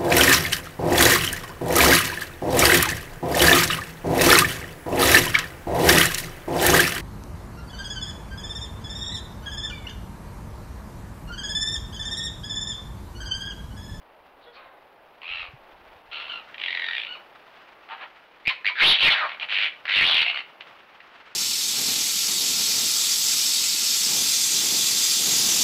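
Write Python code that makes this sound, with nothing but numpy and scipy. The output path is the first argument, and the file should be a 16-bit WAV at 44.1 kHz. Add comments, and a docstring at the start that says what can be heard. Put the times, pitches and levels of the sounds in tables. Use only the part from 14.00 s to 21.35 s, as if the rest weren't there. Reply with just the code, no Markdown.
"""Foxes squabble on a lawn at night before a small trail camera, over dull air and brushed grass throughout.
First come soft whines and growls, then paws thudding on turf, then a slow rattle of separate throat pops.
Sharp yaps break into screams, more short calls and dry snaps follow, and striding swishes end the scene.
Each call is a shaky voice and turbulent air ringing throat cavities, chopped by a slow flutter of the throat.
Garden surfaces reflect calls and snaps, and the loudest screams overload the microphone."""
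import sys
import numpy as np
from scipy import signal
from scipy.fft import rfft, irfft, next_fast_len
from scipy.io import wavfile
from scipy.ndimage import uniform_filter1d

SR = 44100
rng = np.random.default_rng(int(sys.argv[2]) if len(sys.argv) > 2 else 0)


def to_wav(sig):
    """Store sig (one row per channel, or 1-D mono) as 16-bit WAV at the path in sys.argv[1].

    Samples outside -1..1 are clipped; the rate is SR.
    """
    pcm = np.clip(np.atleast_2d(sig), -1, 1) * 32767
    pcm = np.round(pcm).astype(np.int16)
    wavfile.write(sys.argv[1], SR, pcm.T)  # frames by channels


N = 324135
TIME = np.arange(N) / SR


def amp(db):
    """Decibel law: 20 dB is a factor of ten in amplitude."""
    return 10 ** (np.asarray(db) / 20)


def evened(x):
    """Power normalization: scales to an rms of one."""
    return x / np.sqrt(np.mean(x ** 2) + 1e-20)


def read(points, hz):
    """Interpolation of a spectrum on a logarithmic frequency axis."""
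    f, value = np.transpose(points)
    return np.interp(np.log(hz + 1), np.log(f + 1), value)


def add(mix, s, sound):
    """Superposition: sums a sound into the mix from time s."""
    part = mix[max(round(s * SR), 0):][:len(sound)]
    part += sound[:len(part)]


def colour(x, points):
    """Linear filtering: multiplies the spectrum by gains given in dB."""
    size = next_fast_len(len(x) + 2048)
    gain = amp(read(points, np.fft.rfftfreq(size, 1 / SR)))
    return irfft(rfft(x, size) * gain, size)[:len(x)]


def wander(count, hz):
    """Low-pass random process: smooth chance of rms one, moving up to about hz times a second."""
    f = np.fft.rfftfreq(count, 1 / SR)
    return evened(irfft(rfft(rng.standard_normal(count)) * np.exp(-(f / hz) ** 2), count))


def resonate(x, hz, width_hz):
    """Damped resonance: shifts the moving centre hz to zero, smooths there and shifts back."""
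    turn = np.exp(2j * np.pi * np.cumsum(hz * np.ones(len(x))) / SR)
    r = np.exp(-np.pi * width_hz / SR)
    return 2 * (turn * signal.lfilter([1 - r], [1, -r], x / turn + 1e-18)).real


def formant(x, hz, width_hz):
    """Cascaded resonance: applied twice, for steep sides."""
    return resonate(resonate(x, hz, width_hz), hz, width_hz)


# the night air: (time [s], mean wash level [dB], mean rumble level [dB])
AIR = [(0, -54.5, -73), (1, -55, -78.5), (1.501, -54, -69), (2.2, -54, -71.5), (2.9, -53, -79.5),
       (4.3, -58, -79), (6.6, -55, -90.5), (7.35, -60.5, -84)]
# spectrum of the dull wash and faint hiss: (frequency [Hz], relative gain [dB])
NIGHT = [(25, -24), (120, -16), (230, -12), (400, -5.5), (600, -1), (850, -0.5), (1500, -12.5), (2500, -25),
         (3600, -29.5), (5800, -45.5), (8000, -44.5), (11000, -35), (15600, -34.5)]
# spectrum of the low rumble: (frequency [Hz], relative gain [dB])
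RUMBLE = [(20, 4.5), (60, 6.5), (110, -10.5), (250, -29.5), (1000, -63)]


def night(swell_db=.8, lump_db=3):
    """Filtered noise: a dull wash with the microphone's faint hiss, over a lumpy rumble."""
    s, *columns = np.transpose(AIR)
    wash_db, rumble_db = (np.interp(TIME, s, c) for c in columns)
    wash = evened(colour(rng.standard_normal(N), NIGHT))
    rumble = evened(colour(rng.standard_normal(N), RUMBLE))
    return amp(wash_db + swell_db * wander(N, 17)) * wash + amp(rumble_db + lump_db * wander(N, 10)) * rumble


# feet and fur brushing the grass: (time [s], level between strides [dB])
RUSTLE = [(0, -60), (1.1, -59.5), (1.6, -55), (2.05, -55.5), (2.5, -50), (3.85, -54), (4.3, -55),
          (5.8, -52), (6.55, -53), (7.35, -52.5)]
# single strides swishing through the grass: (time [s], rise over the rustle [dB])
STRIDES = [(6.69, 5.5), (6.86, 2), (7.17, 4.5), (7.3, 4.5)]
# spectrum of the grass: (frequency [Hz], relative gain [dB])
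GRASS = [(60, -19.5), (300, -8), (600, -6), (1300, 1), (2800, -3.5), (4000, -13), (5000, -19),
         (7000, -33.5), (16000, -51.5)]
STRIDE_S = 0.036  # from the height of a stride until its rise in dB falls to 1/e


def grass(clump_db=2, blades_per_s=420, blade_db=-9):
    """Friction noise: a clumpy swish with random ticks of blades and leaves, swelling at each stride."""
    ticks = (rng.random(N) < blades_per_s / SR) * rng.standard_normal(N)
    swish = rng.standard_normal(N) * amp(clump_db * wander(N, 40))
    swish += amp(blade_db) * evened(ticks)
    strides_db = sum(db * np.exp(-((TIME - s) / STRIDE_S) ** 2) for s, db in STRIDES)
    return evened(colour(swish, GRASS)) * amp(np.interp(TIME, *np.transpose(RUSTLE)) + strides_db)


def paw(db, hz=95, decay_s=0.0061):
    """Heavily damped oscillation: a soft, low thud on turf, its pitch varied by chance."""
    t = np.arange(4096) / SR
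    envelope = t / decay_s * np.exp(1 - t / decay_s)
    octaves = rng.uniform(-.9, .5)
    return amp(db) * envelope * np.sin(2 * np.pi * hz * 2 ** octaves * t)


# paws landing near the camera: (time [s], level before a 1 dB trim [dB])
PAWS = [(1.305, -48), (1.345, -51), (1.395, -52), (1.425, -52), (1.485, -45), (1.534, -40.5), (1.81, -53),
        (1.955, -54), (2.085, -54), (2.29, -61)]


def paws():
    """Superposition of impacts: each landing gives one thud."""
    ground = np.zeros(N)
    for s, db in PAWS:
        add(ground, s, paw(db - 1))
    return ground


# echoes from the camera's post, fence and hedge: (delay [s], gain [dB])
ECHOES = [(.0066, -11.5), (.0087, -15), (0.013, -8.5), (0.0143, -35.5), (.025, -31)]
# decay of the garden's tail: (frequency [Hz], time to fall 60 dB [s])
GARDEN = [(300, 0.1), (1000, 0.32), (2800, 0.3), (5000, 0.27)]


def garden(x, tail_db=-11, build_s=0.012):
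    """Reflection and scattering: near echoes, and a short tail from the foliage."""
    hz, t, z = signal.stft(rng.standard_normal(SR // 2), SR, nperseg=256)
    decay = amp(-60 * t / read(GARDEN, hz)[:, None])
    tail = signal.istft(z * decay, SR, nperseg=256)[1]
    tail *= 1 - np.exp(-(np.arange(len(tail)) / SR / build_s) ** 2)
    response = amp(tail_db) * tail / np.linalg.norm(tail)
    for s, db in ECHOES:
        add(response, s, amp([db]))
    return x + signal.fftconvolve(x, response)[:N]


# overall colour of the calls, shared by the snaps: (frequency [Hz], relative gain [dB])
THROAT = [(100, -24), (400, -12), (620, -3), (1000, -4.5), (1400, 2), (2000, 4.5), (3000, 3.5),
          (3800, -1.5), (4400, -4.5), (5000, -13), (6000, -18.5), (7500, -50.5), (16000, -74.5)]


def snap(db, hz, decay_s=0.0037, width_hz=2400):
    """Impulse excitation: a dry click with a very short ring."""
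    t = np.arange(1024) / SR
    burst = rng.standard_normal(len(t)) * np.exp(-t / decay_s)
    click = colour(formant(burst, hz, width_hz), THROAT)
    click *= 1 - np.exp(-(t / .0004) ** 2)  # softens the onset
    return amp(db) * click / abs(click).max()


# dry snaps of the scuffle: (time [s], peak level before reflections [dB], ring [Hz])
SNAPS = [(2.5438, -26, 2500), (5.398, -20.5, 3090), (5.8539, -21, 2090), (5.893, -16, 2780),
         (6.295, -34, 2725), (6.6071, -24.5, 2310), (6.621, -45, 2700), (6.804, -40.5, 2700),
         (7.003, -34.5, 2240)]


def snaps():
    """Superposition of impulses: the scuffle's separate clicks."""
    clicks = np.zeros(N)
    for s, db, hz in SNAPS:
        add(clicks, s, snap(db, hz))
    return clicks


def flutter(t, start, rate, smear, open_s=.0016, uneven_db=-1.12, jitter_s=0.0011):
    """Amplitude modulation: the throat pops open each cycle, longer in slow ones; smear keeps it ajar."""
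    turns = np.cumsum(rate) / SR - rate[0] * (start - t[0])
    cycle = np.round(turns)
    # each cycle has its own chance size and delay
    size, late = rng.standard_normal((128, 2))[cycle.astype(int) % 128].T
    opening = open_s * np.sqrt(100 / rate)
    pop = np.exp(-(((turns - cycle) / rate - jitter_s * late) / opening) ** 2)
    gate = smear + (1 - smear) * pop * amp(uneven_db * size)
    # expected mean power of the gate, divided out to hold the level
    duty = rate * opening * np.sqrt(np.pi)
    power = smear ** 2 + 2 * smear * (1 - smear) * duty + (1 - smear) ** 2 * duty / np.sqrt(2)
    return pop, gate / np.sqrt(power)


def controls(*tracks):
    """Parametric control: time, effort, flutter, smear, pitch, rasp, mouth, chest as curves or constants."""
    return np.column_stack(np.broadcast_arrays(*tracks))


def cry(rows, waver=0.02103, shake=0.0528, arch=.05, half_db=-10, mouth_width_hz=1550, upper_hz=3750,
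        upper_db=-7, chest_hz=900, chest_air_db=-2, leak_db=-24, lead_s=.004):
    """Source and filter: a shaky voice and rasping air ring chest and mouth, chopped by the flutter."""
    s, *columns = np.transpose(rows)
    t = np.arange(s[0] - lead_s, s[-1] + lead_s, 1 / SR)
    effort_db, rate, smear, pitch, rasp, mouth, chest_db = (np.interp(t, s, c) for c in columns)
    smear, rasp, count = np.clip(smear, 0, 1), np.clip(rasp, 0, 1), len(t)
    pop, gate = flutter(t, s[0], rate, smear)
    # each puff of pressure lifts the pitch; a forced voice also shakes fast
    bend = waver * wander(count, 104.8) + shake * rasp * wander(count, 580)
    bend += arch * (1 - smear) * (pop - .7)
    phase = 2 * np.pi * np.cumsum(pitch * (1 + bend)) / SR
    folds = sum(np.cos(k * phase) for k in range(1, 8))
    # alternate cycles differ, which puts weak lines between the harmonics
    folds = folds * (1 + amp(half_db) * wander(count, 200) * np.cos(phase / 2))
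    # each cavity has its own turbulence
    air = rng.standard_normal((3, count)) * np.sqrt(SR / 4 / pitch)
    middle, upper, low = (1 - rasp) * folds + rasp * air * amp([[0], [0], [chest_air_db]])
    # rushing air damps the mouth and widens its resonance
    voice = formant(middle, mouth, mouth_width_hz * (0.34 + rasp.mean())) + amp(leak_db) * middle
    voice += amp(upper_db) * formant(upper, upper_hz, width_hz=1150)
    voice += amp(chest_db) * formant(low, chest_hz, width_hz=770)
    voice = colour(voice, THROAT)
    # a running rms of one leaves the level to effort and flutter
    voice /= np.sqrt(uniform_filter1d(voice ** 2, size=200) + 1e-12)
    fade = np.clip(np.minimum(t - t[0], t[-1] - t) / (lead_s / 2), 0, 1)
    return t[0], amp(effort_db) * voice * gate * fade


# short whines and growls, values as held between opening and closing: (start [s], length [s], attack [s],
# release [s], effort [dB], flutter [1/s], smear [0-1], pitch [Hz], closing sag of the pitch [0-1],
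# rasp [0-1], mouth resonance [Hz], chest level [dB])
SHORT_CALLS = [ (0.413, 0.063, .03, 0.035, -57.5, 66, .65, 1920, .14, 0.63, 4000, -18),
               (0.453, 0.084, .02, 0.064, -47.5, 50, 1.03, 489.6, 0.05, 0.1, 490, -34),
               (0.527, 0.058, .03, .02, -55, 100, 0.73, 2130, .02, 0.62, 4430, -18),
               (0.528, 0.26, .05, 0.138, -51, 68, 0.93, 530, 0.05, 0.5, 540, -3),
               (.555, 0.092, .015, 0.076, -49, 76, .7, 1270, 0, 0.4, 2520, 4),
               (1.221, 0.27, .075, .11, -33.5, 86, 0.32, 1344, 0.17, 0.49, 2630, -3.5),
               (2.117, 0.21, 0.0032, .12, -35.5, 72, 0.43, 1404, 0, 0.61, 2890, -0.5),
               (2.283, 0.14, 0.0115, 0.086, -35.5, 53, 0.34, 1440, 0.17, 0.39, 2870, 0),
               (3.059, .125, 0.037, .05, -37, 62, 0.54, 1509, 0.53, 0.19, 2650, -2),
               (3.891, 0.081, 0.0279, 0.06, -35, 102, 0.54, 930, 0.2, 0.58, 2760, 13.5),
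               (3.982, 0.093, 0.045, .045, -37.5, 34, 0.8, 980, 0, 1, 2300, 13),
               (5.267, 0.11, .003, 0.063, -36, 38, 0.26, 1050, 0.1, 0.94, 2400, 3),
               (5.411, 0.048, 0.00744, 0.036, -28, 51, 0.47, 830, 0.2, 0.62, 2590, -4),
               (5.487, 0.21, .035, 0.042, -24, 101, .38, 1207, 0.2, 0.72, 2610, -13),
               (6.249, .082, 0.0047, 0.029, -24.5, 59.5, 0.3, 720, 0.15, 0.57, 2670, -8.5),
               (6.331, .088, 0.0244, 0.0306, -29, 65.8, 0.23, 1530, .25, 0.46, 2400, -2.5), ]
# as the jaw opens, a call swells, scoops up in pitch and starts with crisp pops [dB, then shares]
SWELL_DB, SCOOP, OPEN_MOUTH, CRISP = 10, .27, 0.033, 0.35
# as it closes, the call fades and moves into the chest [dB, dB, share]
FADE_DB, CLOSE_CHEST_DB, CLOSE_MOUTH = 15.5, 7, 0.069


def short_call(start, length, attack, release, effort_db, rate, smear, pitch, sag, rasp, mouth, chest_db):
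    """Articulation: the jaw opens, holds and closes; level, pitch and resonances all follow it."""
    t = np.arange(0, length, .001)
    opening = np.clip(1 - t / attack, 0, 1)
    closing = np.clip(1 - (length - t) / release, 0, 1) ** 1.4
    rows = controls(
        start + t, effort_db - SWELL_DB * opening - FADE_DB * closing, rate, smear * (1 - CRISP * opening),
        pitch * (1 - SCOOP * opening ** 2 - sag * closing), rasp,
        mouth * (1 - OPEN_MOUTH * opening - CLOSE_MOUTH * closing), chest_db + CLOSE_CHEST_DB * closing)
    return cry(rows, upper_hz=3850, upper_db=-9, waver=.022, shake=.055, half_db=-8, leak_db=-25)


# the long rattle: (time [s], effort [dB], flutter [1/s], mouth resonance [Hz])
RATTLE = [(2.582, -41, 57, 2600), (2.612, -33, 57, 2600), (2.622, -31, 44.3, 2500),
          (2.76, -30.5, 44.3, 2080), (2.928, -30.5, 44.3, 2020), (2.938, -31, 59, 2250),
          (3.0, -31, 59, 2500), (3.075, -39, 59, 2600)]


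def rattle(first_hz=1000, last_hz=885, smear=0.084, rasp=0.42, wide_rasp=0.69, chest_db=-25,
           wide_chest_db=-14, narrow_hz=2100, wide_hz=2600):
    """Pulsed excitation: slow, separate pops on a sinking pitch, raspier where the mouth is wide."""
    s, effort_db, rate, mouth = np.transpose(RATTLE)
    wide = (mouth - narrow_hz) / (wide_hz - narrow_hz)
    pitch = np.interp(s, s[[0, -1]], [first_hz, last_hz])
    rows = controls(s, effort_db, rate, smear, pitch, rasp + (wide_rasp - rasp) * wide, mouth,
                    chest_db + (wide_chest_db - chest_db) * wide)
    return cry(rows, upper_hz=3350, upper_db=-1, mouth_width_hz=1370, arch=.06, shake=0.0537, waver=0.0213)


# yaps: (start [s], rise [s], first pop [dB], top [dB], fade [dB/s], flutter [1/s], top pitch [Hz])
YAPS = [(4.4438, .04, -60, -17.5, 420, 104, 2414), (4.648, .03, -27.5, -18.5, 547, 99, 2297)]
# after its top a yap breaks to a low, smeared voice and dies away
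YAP_BREAK_S, YAP_TAIL_S = 0.022, .05


def yap(start, rise, first_db, top_db, fade_db_per_s, rate, pitch, scoop=.22, drop=.57, smear=0.83,
        rasp=0.48, broken_rasp=0.4, mouth_ratio=1.055, mouth_drop=0.088, chest_db=-22, broken_chest_db=5):
    """Formant tuning: pops climb with the mouth near the pitch; then the voice breaks over an octave down."""
    t = np.arange(0, rise + YAP_TAIL_S, .001)
    early = np.clip(1 - t / rise, 0, 1) ** 2.1
    after = np.maximum(t - rise, 0)
    broken = np.minimum(after / YAP_BREAK_S, 1)
    climb = pitch * (1 - scoop * early)
    effort_db = top_db + (first_db - top_db) * early - fade_db_per_s * after
    rows = controls(
        start + t, effort_db, rate, smear * broken, climb * (1 - drop * broken),
        rasp + (broken_rasp - rasp) * broken, mouth_ratio * climb * (1 - mouth_drop * broken),
        chest_db + (broken_chest_db - chest_db) * broken)
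    return cry(rows, upper_hz=3850, upper_db=-4, half_db=-9.5)


# one curve a scream: (time [s], effort [dB], pitch [Hz], mouth resonance [Hz], chest level [dB])
SCREAMS = [
    [(4.757, -35.5, 1666, 1660, -17), (4.795, -23, 1690, 1860, -27), (4.822, -13, 1050, 2040, -8.5),
     (4.85, -13, 1396, 2970, -1.5), (4.88, -13, 1898, 3840, -8), (4.92, -13, 1795, 3440, -13),
     (4.975, -28, 1365, 2690, -5)],
    [(4.99, -25, 1520, 2920, -13.5), (5.028, -15.5, 1465, 2880, -7), (5.055, -15, 1250, 2780, -10.5),
     (5.085, -10.5, 1146, 2260, -13), (5.11, -32.5, 1112, 2250, -10)],
    [(5.105, -20.5, 1743, 3500, -5.5), (5.13, -17.5, 1678, 3370, -2), (5.152, -25, 1624, 1800, -2),
     (5.195, -27, 1462, 1620, 0), (5.23, -24.5, 1234, 1140, 16), (5.268, -29, 1110, 1550, 15)],
    [(5.87, -32, 900, 1880, -24), (5.91, -23, 1014, 2190, -18), (5.965, -19, 946.3, 2600, -18),
     (6.02, -17.5, 1150, 2140, -14), (6.07, -19, 1146, 3560, -6), (6.15, -19, 1185, 3110, -10),
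     (6.22, -18.5, 942, 2600, -16.5), (6.236, -23.5, 926, 2600, -15)],
]
# the voice of each scream: (flutter at the start [1/s], smear after the first pops [0-1],
# rasp with the mouth wide [0-1])
SCREAM_VOICES = [(125, .74, .74), (110, .5, .62), (108, .78, .8), (104, .33, .76)]


def scream(curve, rate, smear, rasp, narrow_hz=1600, wide_hz=3000, narrow_rasp=0.71, slowing=.24,
           blur_s=0.059, first_smear=0.47):
    """Forced phonation: pops soon blur together, the flutter slows, and a wider mouth brings more rasp."""
    s, effort_db, pitch, mouth, chest_db = np.transpose(curve)
    t = s - s[0]
    rows = controls(
        s, effort_db, rate * (1 - slowing * t / t[-1]), smear * np.interp(t, [0, blur_s], [first_smear, 1]),
        pitch, rasp * np.interp(mouth, [narrow_hz, wide_hz], [narrow_rasp, 1]), mouth, chest_db)
    return cry(rows, waver=0.02364, shake=0.0397, upper_hz=3690, upper_db=-3, mouth_width_hz=1400,
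               chest_hz=883)


def scene():
    """Superposition: calls and snaps with their reflections, over paws, grass and the night."""
    foxes = snaps()
    for row in SHORT_CALLS:
        add(foxes, *short_call(*row))
    add(foxes, *rattle())
    for row in YAPS:
        add(foxes, *yap(*row))
    for curve, voice in zip(SCREAMS, SCREAM_VOICES):
        add(foxes, *scream(curve, *voice))
    return (garden(foxes) + paws() + grass() + night())[None]


# spectrum of what overload takes away: (frequency [Hz], gain [dB])
OVERLOAD = [(30, 1.5), (150, 1), (600, 2), (2000, 4.5), (4200, 6), (5500, -7.5), (7200, -23), (9000, -16.5),
            (11000, -8.5), (13500, -12), (16000, -8)]
# the microphone's knee [amplitude], and the share of any excess that it loses on the upward swing
KNEE, TOP_LOSS = .26, .5
EDGE_HZ = 15800  # upper band limit


def record(dry):
    """Nonlinear distortion: lopsided squashing past the knee adds low splutter and high fizz; then a band limit."""
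    x = dry[0]
    lost = (np.clip(x, -KNEE, KNEE) - x) * np.where(x > 0, TOP_LOSS, 1)
    heard = x + colour(lost, OVERLOAD)
    low_pass = signal.firwin(1023, EDGE_HZ, window=("kaiser", 9), fs=SR)
    return signal.oaconvolve(heard, low_pass, "same")[None]


dry = scene()
out = record(dry)
to_wav(out)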